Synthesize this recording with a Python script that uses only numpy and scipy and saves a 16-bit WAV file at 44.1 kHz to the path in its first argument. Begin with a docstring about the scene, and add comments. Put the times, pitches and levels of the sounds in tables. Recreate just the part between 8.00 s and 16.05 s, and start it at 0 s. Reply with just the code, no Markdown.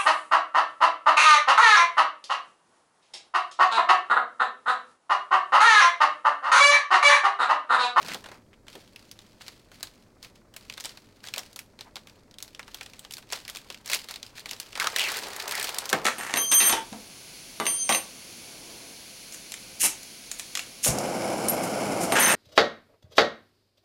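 """Peeling open a syringe pouch.

Hands lay down a paper wrap, then turn, pinch and peel open a paper-and-film pouch over a table
in a small hard room. Creases snap one by one over a rustle of tiny buckles. The seal sings as
its glue slips, and a plastic syringe drops on the table."""
import sys
import numpy as np
from scipy import signal
from scipy.fft import rfft, irfft, next_fast_len
from scipy.io import wavfile
from scipy.ndimage import uniform_filter1d, map_coordinates

SR = 44100
rng = np.random.default_rng(int(sys.argv[2]) if len(sys.argv) > 2 else 0)


def to_wav(sig):
    """Store sig (one row per channel, or 1-D mono) as 16-bit WAV at the path in sys.argv[1].

    Samples outside -1..1 are clipped; the rate is SR.
    """
    pcm = np.clip(np.atleast_2d(sig), -1, 1) * 32767
    pcm = np.round(pcm).astype(np.int16)
    wavfile.write(sys.argv[1], SR, pcm.T)  # frames by channels


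N = 355005


def amp(db):
    """dB to gain."""
    return 10 ** (np.asarray(db) / 20)


def unit(x):
    """Each row at rms 1."""
    return x / np.sqrt(np.mean(x ** 2, axis=-1, keepdims=True) + 1e-20)


def along(points, hz):
    """Interpolate (Hz, value) points on a log axis."""
    f, values = np.transpose(points)
    return np.interp(np.log(hz + 1), np.log(f + 1), values)


def curves(rows):
    """One value per sample for each column after the time."""
    time_s, *columns = np.transpose(rows)
    return [np.interp(np.arange(N) / SR, time_s, column) for column in columns]


def wobble(knots_per_s):
    """Smooth random curve."""
    knots = rng.standard_normal(int(N * knots_per_s / SR) + 4)
    return map_coordinates(knots, [np.arange(N) * knots_per_s / SR])


def filtered(x, response):
    """Apply a gain given as a function of Hz."""
    size = next_fast_len(x.shape[-1] + 4096)
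    return irfft(rfft(x, size) * response(np.fft.rfftfreq(size, 1 / SR)), size)[..., :x.shape[-1]]


def shaped(x, spectrum):
    """Filter by (Hz, dB) points; rms 1."""
    return unit(filtered(x, lambda f: amp(along(spectrum, f))))


def resonate(x, hz, width_hz):
    """Two passes through a causal resonance; rms 1."""
    return unit(filtered(x, lambda f: (1j * f * width_hz / (hz ** 2 - f ** 2 + 1j * f * width_hz)) ** 2))


def place(start_s, sounds):
    """Sum short sounds at their times."""
    at = np.round(np.asarray(start_s) * SR).astype(int)[:, None] + np.arange(sounds.shape[1])
    return np.bincount(at.ravel(), sounds.ravel(), N + sounds.shape[1])[:N]


def air():
    """Steady ventilation and microphone hiss."""
    # Each row: frequency in Hz, relative density in dB.
    spectrum = [(28, -6), (40, 2.5), (62, -8), (105, 0.5), (161, -6.5), (215, -1.5), (300, -5.5),
                (450, -9.5), (600, -9.5), (772, -25), (1440, -52), (4500, -29), (8000, -33), (15900, -43)]
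    return amp(-58.5) * shaped(rng.standard_normal(N), spectrum)


def room(x):
    """Diffuse wall reflections: each band's power dies at its own rate, carried by fresh noise."""
    # Each row: frequency in Hz, T60 in seconds.
    walls = [(200, 0.38), (1500, 0.084), (6000, 0.15), (14000, 0.18)]
    hz, frame_s, bands = signal.stft(x, SR, nperseg=128)
    power = uniform_filter1d(abs(bands) ** 2, size=3, axis=0)
    feedback = amp(-120 * frame_s[1] / along(walls, hz))
    linger = np.array([signal.lfilter([0, 1 - k], [1, -k], p) for k, p in zip(feedback, power)])
    noise = signal.stft(rng.standard_normal(N), SR, nperseg=128)[2]
    noise /= np.sqrt(np.mean(abs(noise) ** 2))
    wet = signal.istft(np.sqrt(linger) * noise, SR, nperseg=128)[1]
    return np.pad(wet, (130, 0))[:N]


def thumps():
    """Soft bumps of hand and pack: short, dull booms."""
    # Each row: start in seconds, level in dB, centre in Hz.
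    bumps = [(.146, -37, 616), (0.751, -42.5, 386), (3.372, -41.5, 600), (5.33, -43, 620),
             (5.932, -67, 575), (6.514, -48.5, 350)]
    start_s, level_db, hz = np.array(bumps).T[:, :, None]
    rise_s, t60_s = 0.00052, 0.14
    t = np.arange(SR // 8) / SR
    boom = resonate(rng.standard_normal((len(start_s), len(t))), hz, 1.13 * hz)
    return place(start_s, amp(level_db - 60 * t / t60_s) * boom * (1 - np.exp(-t / rise_s)))


def buckles(base_per_s, spread_db, life_s):
    """Tiny buckles: sudden noise bursts of unequal size, clumped in time."""
    starts = rng.random(N) < base_per_s / SR * amp(4 * wobble(25))
    kicks = starts * amp(spread_db * rng.exponential(size=N).clip(max=3))
    power = signal.lfilter([1], [1, -np.exp(-1 / (life_s * SR))], kicks ** 2)
    local_mean = uniform_filter1d(power, SR // 16).clip(1e-9)
    return np.sqrt(power / local_mean + 0.31) * rng.standard_normal(N)


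def crunches():
    """A sheet flaps, crumples or is brushed: one dense swell of buckles per stroke."""
    # Each row: crest in seconds, level in dB, centre in Hz, Gaussian sigma in seconds.
    strokes = [(0.107, -49, 173, 0.052), (0.107, -35.5, 1800, 0.021), (0.538, -53, 2000, 0.0047),
               (3.874, -54, 900, 0.014), (7.25, -53, 305, 0.055), (7.271, -38.5, 754, 0.0086),
               (7.473, -42.5, 890, 0.013)]
    t = np.arange(N) / SR
    sound = np.zeros(N)
    for crest_s, level_db, hz, sigma_s in strokes:
        swell = amp(level_db) * np.exp(-((t - crest_s) / sigma_s) ** 2 / 2)
        sound += swell * resonate(buckles(590, spread_db=5, life_s=0.00032), hz, 1.1 * hz)
    return sound


def squeeze_db():
    """Finger work on the film: each squeeze rises fast and fades at its own pace."""
    # Each row: peak time in seconds, level in dB, release in dB per second.
    squeezes = [(.005, -51, 90), (.06, -43.5, 149.5), (0.107, -38, 200), (.264, -57, 119.5),
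                (0.344, -58, 329.5), (0.702, -52, 59.5), (0.982, -58.5, 45.5), (1.202, -60.5, 41.5),
                (1.422, -49.5, 81.5), (1.732, -56, 64.5), (1.847, -56, 89.5), (2.001, -63, 248.5),
                (2.243, -48, 279), (2.36, -60.5, 301.5), (2.577, -57.5, 30.5), (2.772, -56.5, 32),
                (2.857, -47, 127), (3.173, -65.5, 61), (3.256, -45, 198.5), (3.38, -44.5, 130.5),
                (3.585, -59.5, 100), (3.809, -58.5, 125.5), (3.973, -60.5, 109.5), (4.089, -58, 101.5),
                (4.43, -58, 48.5), (4.669, -55, 79), (4.756, -54.5, 22.5), (5.121, -57, 77.5),
                (5.305, -52.5, 59), (5.332, -39, 173.5), (5.49, -52, 41.5), (5.561, -50, 163.5),
                (5.713, -50.5, 152), (5.875, -44, 59.5), (5.928, -29, 239.5), (6.106, -41.5, 209),
                (6.235, -57, 19), (6.379, -43, 300.5), (6.47, -48, 60), (6.531, -45, 332),
                (6.614, -50.5, 49.5), (6.759, -47.5, 61), (6.811, -32.5, 100.5), (6.965, -38.5, 60.5),
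                (7.011, -31, 46.5), (7.16, -39.5, 70), (7.402, -37, 170), (7.508, -39.5, 40),
                (7.583, -34.5, 44.5), (7.9, -48.5, 40.5)]
    peak_s, level_db, release_db_per_s = np.array(squeezes).T[:, :, None]
    press_db_per_s = 619
    t = np.arange(0, N, 32) / SR
    each_db = level_db - np.where(t < peak_s, press_db_per_s * (peak_s - t), release_db_per_s * (t - peak_s))
    power = np.sum(amp(2 * each_db), axis=0) + amp(2 * HELD_DB)
    return np.interp(np.arange(N) / SR, t, 10 * np.log10(power))


def rustle():
    """Film and paper buckle finely under the fingers; the paper also slides and flexes."""
    # Each row: frequency in Hz, relative density in dB.
    film_spectrum = [(530, -34), (900, -11), (1620, -1.5), (2160, 1.5), (3810, 1), (4400, 3.5), (5520, -2),
                     (13300, -13.5), (15900, -15)]
    paper_spectrum = [(88, -44), (150, -20.5), (354, -0.5), (413, 9), (516, 5.5), (867, 8), (2500, -2.5),
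                      (3250, -25), (5500, -120)]
    # Each row: time in seconds, sliding level in dB.
    slide = [(0, -46.5), (.18, -58.5), (.36, -52.5), (.42, -68.5), (4.4, -66.5), (6.73, -63), (6.93, -46),
             (7.85, -43.5), (8.05, -47)]
    film = shaped(buckles(540, spread_db=7.5, life_s=0.0015), film_spectrum)
    paper = shaped(buckles(170, spread_db=5, life_s=0.0079), paper_spectrum)
    press = amp(squeeze_db())
    paper_gain = np.hypot(amp(curves(slide)[0]), press * amp(-11.5))
    return press * film + paper_gain * paper


def syringe_drop():
    """The hollow barrel knocks the table through the paper: their modes and a dull rattle."""
    # Each row: start in seconds, gain in dB.
    landings = [(7.928, -22)]
    # Each row: frequency in Hz, relative level in dB, T60 in seconds.
    modes = [(145, -14, 0.3), (209, -7.5, 0.16), (316, -11, 0.13), (402, 1, 0.069), (658, 3.5, 0.084),
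             (782, 1, 0.087), (960, -19, .1), (1355, 12.5, 0.019), (1546, 4.5, 0.063), (1800, 2.5, 0.059),
             (2160, 3.5, 0.053)]
    rise_s, rattle_t60_s = 0.0022, 0.28
    t = np.arange(SR // 4) / SR
    ring = sum(amp(db + rng.normal(0, 0.98) - 60 * t / t60_s) * np.sin(2 * np.pi * hz * t)
               for hz, db, t60_s in modes)
    rattle = resonate(rng.standard_normal(len(t)), 530, 1300) * amp(-2 - 60 * t / rattle_t60_s)
    start_s, gain_db = np.transpose(landings)
    return place(start_s, amp(gain_db)[:, None] * (ring + rattle) * (1 - np.exp(-t / rise_s)))


def peel():
    """The glue lets go in quick slips; the taut strip rings at a pitch that follows its tension."""
    # Three pulls. Each row: time in seconds, level in dB, pitch in Hz.
    pulls = [(6.76, -52, 1603), (6.815, -29.5, 1600), (6.84, -39, 1400), (6.866, -28.5, 1325),
             (6.89, -62, 1350), (6.955, -44, 2200), (6.995, -26.5, 2904), (7.03, -28, 2800),
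             (7.07, -32, 2100), (7.11, -38, 1600), (7.155, -39, 1750), (7.22, -56, 1500), (7.49, -48, 1800),
             (7.53, -37, 1800), (7.61, -38.5, 2050), (7.72, -65, 1900)]
    level_db, pitch_hz = curves(pulls)
    half_width_hz = 356
    t = np.arange(N) / SR
    peeling = (t > pulls[0][0]) & (t < pulls[-1][0])
    phase = 2 * np.pi * np.cumsum(pitch_hz * (1 + 0.13 * wobble(120))) / SR
    slips = np.array([buckles(300, spread_db=5, life_s=0.0066) for _ in range(2)])
    # Narrow noise band around the moving pitch.
    sway = filtered(slips, lambda f: 1 / (1 + (f / half_width_hz) ** 2))
    return peeling * amp(level_db) * unit(sway[0] * np.cos(phase) + sway[1] * np.sin(phase))


def small_snaps(count):
    """Random crease rows for snaps(): more and stronger under a harder squeeze."""
    press_db = squeeze_db()
    scatter = rng.standard_normal((count, 5))
    effort = np.cumsum(press_db - HELD_DB)
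    share = (np.arange(count) + (1 + np.tanh(scatter[:, 4])) / 2) / count
    at = np.searchsorted(effort, share * effort[-1]).clip(0, N - 1)
    level_db = press_db[at] + 8 + 3 * scatter[:, 0]
    ring_hz = 3800 * 2 ** (0.39 * scatter[:, 1])
    body_db, edge_db = -23 + 4 * scatter[:, 2], -19 + 4 * scatter[:, 3]
    return np.c_[at / SR, level_db, ring_hz, body_db, edge_db]


def snaps():
    """A crease buckles: a sharp jolt, a fast-dying burst and a short ring of the panel beside it."""
    # Each row: start in seconds, gain in dB, ring in Hz, body trim in dB, treble edge trim in dB.
    creases = [(0.015, -33, 1490, -16, -19), (0.0283, -24, 2630, -18.5, -27), (0.0478, -28, 1530, -16, -21),
               (0.0835, -21, 4410, -13, -26), (0.1451, -15, 3360, -24, -23),
               (0.2414, -30, 1380, -13.5, -39), (0.2596, -33.5, 1480, -5.5, -37),
               (0.2874, -37, 1850, -5.5, -32), (0.3162, -33, 4070, -9.5, -29), (0.6677, -45, 1750, -8, -24),
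               (0.6822, -27.5, 3260, -20.5, -35), (0.7532, -31, 3770, -14.5, -19),
               (0.9605, -26, 2550, -30, -38), (1.1138, -27, 5700, -28, -15), (1.19, -30.5, 3530, -22, -44),
               (1.409, -37.5, 1950, -6.5, -32), (1.481, -23, 4600, -20, -21), (1.7163, -35, 1400, -16, -23),
               (1.8072, -33.5, 4230, -17.5, -21), (1.8293, -17, 4070, -20.5, -12.5),
               (1.8713, -30, 4130, -20, -29), (2.2281, -27, 4550, -24, -22),
               (2.2503, -40.5, 2580, -11, -26), (2.5396, -36.5, 2850, -15, -15),
               (2.5642, -25, 2330, -20, -12), (2.6986, -18, 2400, -28, -45), (2.7244, -28, 2360, -30, -23),
               (2.7382, -25.5, 3990, -29, -30), (2.7777, -24.5, 3810, -14.5, -20),
               (2.8002, -25, 3780, -21, -16), (2.8067, -21.5, 6360, -25, -19), (2.84, -24, 3750, -28, -14),
               (2.8475, -18, 4200, -22.5, -26), (2.8554, -16.5, 7700, -23, -24),
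               (2.8932, -26, 4770, -25, -28), (2.973, -29, 4430, -18.5, -36), (3.24, -25, 1800, -22, -34),
               (3.272, -25, 4760, -18, -24), (3.2857, -23, 3570, -22, -27.5),
               (3.3384, -12, 2470, -27.5, -25), (3.3611, -20, 2380, -22, -19),
               (3.3799, -15, 3450, -23.5, -13), (3.3924, -19.5, 5680, -22, -28),
               (3.5296, -36, 4230, -23, -14), (3.5608, -23.5, 3860, -20, -12.5),
               (3.5907, -22, 2320, -22.5, -12), (3.7901, -30.5, 4170, -17, -34),
               (3.8092, -20, 3820, -24, -47), (3.957, -20, 4160, -21, -30.5),
               (3.9664, -23.5, 4340, -16.5, -33), (4.0715, -31, 2390, -19.5, -22),
               (4.3112, -35.5, 4100, -38, -28), (4.3408, -33.5, 3320, -30, -31),
               (4.385, -25.5, 3800, -34, -18), (4.4032, -32, 2620, -22, -16), (4.4254, -23, 6060, -26, -9),
               (4.4784, -35, 4260, -19, -18), (4.5481, -26.5, 3400, -26, -40),
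               (4.5941, -24, 1980, -12.5, -28), (4.6292, -32.5, 3980, -17, -40),
               (4.6793, -31.5, 2190, -12, -23), (4.7447, -21, 3580, -21.5, -15),
               (4.81, -20, 2400, -18, -30), (4.8307, -28, 2350, -32, -17), (4.8614, -27, 3480, -20.5, -34),
               (4.9346, -29.5, 2500, -27, -34), (4.9931, -26.5, 7550, -34, -15),
               (5.0488, -26, 3320, -19, -36), (5.1088, -24.5, 3270, -23, -15.5),
               (5.1223, -27.5, 6030, -41, -10.5), (5.1372, -19.5, 5100, -46, -13),
               (5.169, -24.5, 4440, -23, -21), (5.182, -27, 2750, -17.5, -14),
               (5.225, -36.5, 2800, -15, -54), (5.3024, -27, 4410, -23, -24),
               (5.3238, -15, 7200, -15.5, -20), (5.3312, -12.5, 4800, -21.5, -27),
               (5.3737, -30, 3440, -17, -24), (5.451, -26, 4340, -23, -32), (5.4794, -21, 2130, -33, -18),
               (5.4908, -24, 1900, -20.5, -25), (5.4983, -23.5, 3490, -26, -11),
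               (5.5499, -24.5, 2380, -20, -20), (5.5593, -21.5, 3870, -24, -21),
               (5.57, -21.5, 2500, -36, -15), (5.7019, -19.5, 3270, -19, -27),
               (5.745, -22.5, 2660, -36, -34), (5.8595, -26.5, 6840, -23, -9),
               (5.8765, -20.5, 5000, -25, -22), (5.899, -14.5, 2560, -19, -15),
               (5.916, -14.5, 4450, -20.5, -15), (5.9328, -5, 2260, -46, -23),
               (5.9414, -9.5, 6410, -37, -22), (5.9463, -11.5, 3070, -31, -11),
               (5.9589, -23, 1920, -17, -23), (6.0424, -29.5, 4220, -21.5, -15),
               (6.0866, -23, 4200, -22, -19), (6.11, -23, 4580, -19, -12.5), (6.1405, -25, 3520, -32, -20),
               (6.1593, -20.5, 4210, -24, -24), (6.229, -18, 4200, -33, -37),
               (6.2642, -28.5, 4200, -38, -21), (6.3944, -27, 3890, -34, -15),
               (6.4581, -18.5, 2260, -21, -39), (6.4923, -21.5, 4300, -28, -21),
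               (6.5113, -15, 2680, -28, -16.5), (6.5322, -22.5, 4530, -22.5, -21),
               (6.5999, -18.5, 4500, -28, -11), (6.729, -25.5, 2610, -22, -33),
               (6.754, -17, 2580, -21, -37), (6.7754, -19, 1940, -15.5, -21),
               (6.7993, -6.5, 2180, -31, -27), (6.844, -14, 1440, -16, -28), (6.871, -4, 1310, -25, -36),
               (6.962, -5, 2130, -25, -19.5), (6.9853, -8.5, 2350, -27, -19), (6.995, -7.5, 3100, -30, -22),
               (7.0211, -19, 2640, -24, -29), (7.1178, -19, 2440, -18, -10), (7.1694, -21, 4240, -27, -7),
               (7.188, -21, 1780, -30, -11), (7.284, -28, 1800, -21, -10), (7.3326, -22.5, 1720, -23, -16),
               (7.363, -22, 1620, -16, -9), (7.423, -21, 4150, -28, -15.5), (7.4791, -17.5, 6200, -18, -12),
               (7.4932, -20, 2520, -22, -14), (7.5107, -17.5, 8250, -27, -12),
               (7.521, -17.5, 1320, -18, -11), (7.5523, -17.5, 2150, -20, -10),
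               (7.5976, -17, 2230, -32, -11), (7.6278, -18.5, 8200, -21, -8),
               (7.643, -18.5, 3000, -18, -6.5), (7.6712, -20, 2720, -22, -19),
               (7.6917, -14.5, 2840, -19, -16.5), (7.7445, -23, 8440, -25, -10),
               (7.7853, -8, 8000, -29, -20), (7.856, -19.5, 5150, -20, -11.5),
               (7.892, -14.5, 6400, -40, -25), (7.8988, -21, 4730, -14.5, -5.5),
               (7.9293, -3.5, 1520, -18, -22), (8.0454, -20.5, 5110, -31, -15)]
    start_s, gain_db, ring_hz, body_db, edge_db = np.r_[creases, small_snaps(count=50)].T[:, :, None]
    t = np.arange(1536) / SR
    hiss = rng.standard_normal((len(start_s), 4, len(t)))
    # The jolt stands out more in strong snaps.
    jolt = (t == t[8]) * amp(15 + 0.25 * gain_db) * np.sign(hiss[:, 0, :1])

    def burst(band, hz, width_hz, t60_s):
        """Jolt and dying noise in one band; rms 1."""
        tail = hiss[:, band] * amp(-60 * t / t60_s) * (1 - np.exp(-t / 0.00019))
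        return resonate(jolt + tail, hz, width_hz)

    body = amp(body_db - 9) * burst(0, 1060, 2850, t60_s=0.056)
    broad = amp(-26.5) * burst(1, 3620, 4250, t60_s=0.017)
    ring = amp(-28) * burst(2, ring_hz, 0.3 * ring_hz, t60_s=0.017)
    edge = amp(edge_db - 11.5) * burst(3, 6530, 12000, t60_s=0.029)
    return place(start_s, amp(gain_db) * (body + broad + ring + edge))


def scene():
    """Sources, room and noise floor, mono; small thin things radiate no deep bass."""
    low_cut_hz = 85
    direct = snaps() + crunches() + thumps() + rustle() + peel() + syringe_drop()
    in_room = direct + amp(-10.5) * room(direct)
    return (filtered(in_room, lambda f: f ** 4 / (f ** 4 + low_cut_hz ** 4)) + air())[None]


def record(dry):
    """Brick-wall low-pass at 16 kHz."""
    return filtered(dry, lambda f: f < 16000)


HELD_DB = -80  # film level with the pouch merely held

dry = scene()
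out = record(dry)
to_wav(out)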